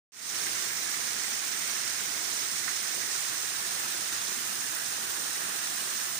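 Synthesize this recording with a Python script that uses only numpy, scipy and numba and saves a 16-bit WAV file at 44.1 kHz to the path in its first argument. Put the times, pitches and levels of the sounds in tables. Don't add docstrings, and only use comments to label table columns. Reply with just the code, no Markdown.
import sys
import numpy as np
from scipy import signal
from scipy.fft import rfft, irfft, next_fast_len
from scipy.io import wavfile
from scipy.ndimage import map_coordinates
from numba import njit

SR = 44100
rng = np.random.default_rng(int(sys.argv[2]) if len(sys.argv) > 2 else 0)


def dump(signal):
    limited = np.clip(np.atleast_2d(signal).T, -1, 1)
    pcm = np.round(limited * 32767).astype(np.int16)
    wavfile.write(sys.argv[1], SR, pcm)


N = 272979
TIME = np.arange(N) / SR
TOP_HZ = 15450


def undb(db):
    return 10 ** (np.asarray(db) / 20)


def unit(x):
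    return x / np.std(x)


def shape(x, points, lag_s=0):
    size = next_fast_len(N + SR // 10)
    hz = np.maximum(np.fft.rfftfreq(size, 1 / SR), 1)
    at_hz, db = np.transpose(points)
    gain = undb(np.interp(np.log(hz), np.log(at_hz), db))
    delay = np.exp(-2j * np.pi * hz * lag_s)
    return irfft(rfft(x, size) * gain * delay, size)[..., :N]


def colour(x, points):
    return shape(x, points) * np.sqrt(SR / 2)


def wander(rate):
    steps = rng.standard_normal(N // 10)
    return unit(map_coordinates(steps, [TIME * rate], order=1, mode="wrap"))


def clumps(rate, decay_s, depth):
    landings = (rng.random(N) < rate / SR) * (.3 + rng.random(N))
    draining = signal.lfilter([1], [1, -np.exp(-1 / (decay_s * SR))], landings)
    flow = 1 + depth * draining / draining.mean()
    return flow / flow.mean()


@njit
def ring(start, hz, cycles, amplitude, rise):
    out = np.zeros(N)
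    for k in range(len(start)):
        length = cycles[k] * SR / hz[k]
        step = 2 * np.pi * hz[k] / SR
        pole = np.exp(1j * step - np.log(1000) / length)
        glide = np.exp(1j * step * rise / length)
        phasor = amplitude[k] + 0j
        for i in range(start[k], min(N, start[k] + int(length))):
            out[i] += phasor.imag
            phasor *= pole
            pole *= glide
    return out


def bubbles(flow, count, low_hz, high_hz, cycles, scatter_db):
    when, pitch, life, strength = rng.random((count, 4)).T
    start = np.searchsorted(np.cumsum(flow) / flow.sum(), when)
    hz = low_hz * (high_hz / low_hz) ** pitch
    amplitude = hz * undb(scatter_db * strength ** 3)
    cloud = ring(start, hz, cycles * (.5 + life), amplitude, rise=0.065)
    return unit(cloud) * np.sqrt(2 * (high_hz - low_hz) / SR)


def droplets(flow, rate):
    return unit((rng.random(N) < rate / SR) * rng.standard_normal(N) * np.sqrt(flow))


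def near(x, left_db):
    return np.array([undb(left_db) * x, shape(x, [(1, 0.0039)], lag_s=0.0005477)])


def spatter():
    # frequency in Hz, relative level in dB.
    spectrum = [(1500, -103), (3200, -83.5), (3700, -73.5), (4600, -73.5), (5400, -67.5), (6550, -66.5),
                (6950, -75), (8000, -73.5), (8700, -72.5), (11000, -93), (15000, -87)]
    flow = clumps(rate=170, decay_s=.0045, depth=.85) * undb(.8 * wander(8))
    fizz = bubbles(flow, count=5000, low_hz=2815, high_hz=10000, cycles=270, scatter_db=9.0)
    splash = undb(-2.0) * droplets(flow, rate=30000) + undb(-7.0) * fizz
    return near(colour(splash, spectrum), left_db=-45)


def gurgle():
    # frequency in Hz, relative level in dB.
    spectrum = [(700, -103), (1050, -83.5), (1300, -72.5), (1750, -68.5), (2150, -70), (2500, -74),
                (2900, -96), (4000, -82.5)]
    flow = clumps(rate=140, decay_s=0.00598, depth=.55) * undb(.4 * wander(9))
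    cloud = bubbles(flow, count=18000, low_hz=800, high_hz=3808, cycles=84, scatter_db=11)
    slosh = undb(-3.0) * cloud + undb(-4.5) * droplets(flow, rate=22000)
    return near(colour(slosh, spectrum), left_db=-22.0)


def plunge():
    # frequency in Hz, relative level in dB.
    spectrum = [(20, -118), (45, -113), (72, -100), (110, -81), (160, -83), (200, -79.5), (260, -81),
                (350, -77), (520, -82), (760, -73), (1020, -75.5), (1350, -84.5), (2200, -105)]
    flow = clumps(rate=40, decay_s=.025, depth=.55) * undb(1.5 * wander(6))
    cloud = bubbles(flow, count=13000, low_hz=44.66, high_hz=1900, cycles=19.0, scatter_db=10.5)
    churn = cloud + undb(-7.5) * rng.standard_normal(N)
    return near(colour(churn, spectrum), left_db=-2.4)


def spray():
    # frequency in Hz, relative level in dB.
    spectrum = [(5000, -102), (7000, -69.5), (8000, -71.5), (8700, -67.5), (9700, -74), (11000, -81.5),
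                (12500, -85.5), (13900, -79), (14700, -73), (15500, -67.5)]
    flow = clumps(rate=400, decay_s=.002, depth=.25) * undb(.7 * wander(5))
    tinkle = bubbles(flow, count=11000, low_hz=6490, high_hz=15460, cycles=480, scatter_db=12)
    hiss = undb(-3.0) * droplets(flow, rate=40000) + undb(-5.5) * tinkle
    return near(colour(hiss, spectrum), left_db=-39)


def far_fall():
    # frequency in Hz, relative level in dB.
    spectrum = [(20, -111), (50, -106), (110, -91.5), (330, -90), (700, -83), (1100, -76.5), (1350, -77),
                (1650, -77), (2900, -75), (5000, -75), (6600, -73), (8000, -81), (9200, -74),
                (11000, -81.5), (15000, -92)]
    surge = undb(.8 * wander(7))
    ports = []
    for _ in range(2):
        flow = surge * clumps(rate=150, decay_s=.007, depth=.46)
        babble = bubbles(flow, count=11000, low_hz=503.0, high_hz=7967, cycles=103, scatter_db=15.0)
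        ports.append(droplets(flow, rate=30000) + undb(-5.5) * babble)
    return colour(np.array(ports), spectrum)


def slaps(decay_s=0.016, edge_ratio=1.24, level_db=-7.5):
    # start in seconds, relative level in dB, pitch in Hz.
    landings = [(0.468, -24, 2010), (1.8411, -29, 1900), (1.8755, -21, 5980), (2.6767, -18.5, 1600),
                (3.003, -23, 5760), (3.012, -25, 1750), (3.143, -21, 5630), (3.149, -25, 1550),
                (3.4215, -24, 6210), (4.6038, -23, 6280), (4.762, -25, 1690)]
    out = np.zeros(N)
    for start_s, db, hz in landings:
        edges_hz = [hz / edge_ratio, min(hz * edge_ratio, TOP_HZ)]
        band = signal.butter(2, edges_hz, "band", fs=SR, output="sos")
        burst = unit(signal.sosfilt(band, rng.standard_normal(N)))
        envelope = (TIME >= start_s) * np.exp(-np.abs(TIME - start_s) / decay_s)
        out += undb(db + level_db) * burst * envelope
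    return near(out, left_db=-20)


def tilt_up():
    # start in seconds, length in seconds, share of the full tilt.
    moves = [(2.7, 1, 0.59), (4.2, 0.55, 0.3)]
    tilt = np.zeros(N)
    for start_s, length_s, share in moves:
        progress = np.clip((TIME - start_s) / length_s, 0, 1)
        tilt += share * np.sin(np.pi / 2 * progress) ** 2
    return tilt


def scene():
    jet = (spatter() + gurgle()) * undb(0.63)
    return jet + slaps() + plunge() + spray() * undb(-0.27) + far_fall()


def record(dry):
    # frequency in Hz, gain in dB.
    left_port = [(400, 0.5), (750, -2), (1400, -1.5), (9300, -1.5), (10500, -16), (12000, -16),
                 (13800, -23), (14800, -5), (15500, -17)]
    # frequency in Hz, gain in dB.
    tilted_port = [(1500, 0.5), (1850, 0.6), (2180, -8), (2650, 0), (3200, -2.5), (3750, -2), (5500, -3.5),
                   (6600, -2.5), (8800, 0.4), (13000, 1), (15000, 0.8)]
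    left, right = dry
    tilt = tilt_up()
    ports = np.array([shape(left, left_port), (1 - tilt) * right + tilt * shape(right, tilted_port)])
    ramp = np.interp(TIME, [0.096, 0.39], [0, 1])
    fade = (TIME >= 0.12) * ramp ** 1.14
    low_pass = signal.ellip(12, .1, 80, TOP_HZ, fs=SR, output="sos")
    return signal.sosfilt(low_pass, ports * fade)


dry = scene()
out = record(dry)
dump(out)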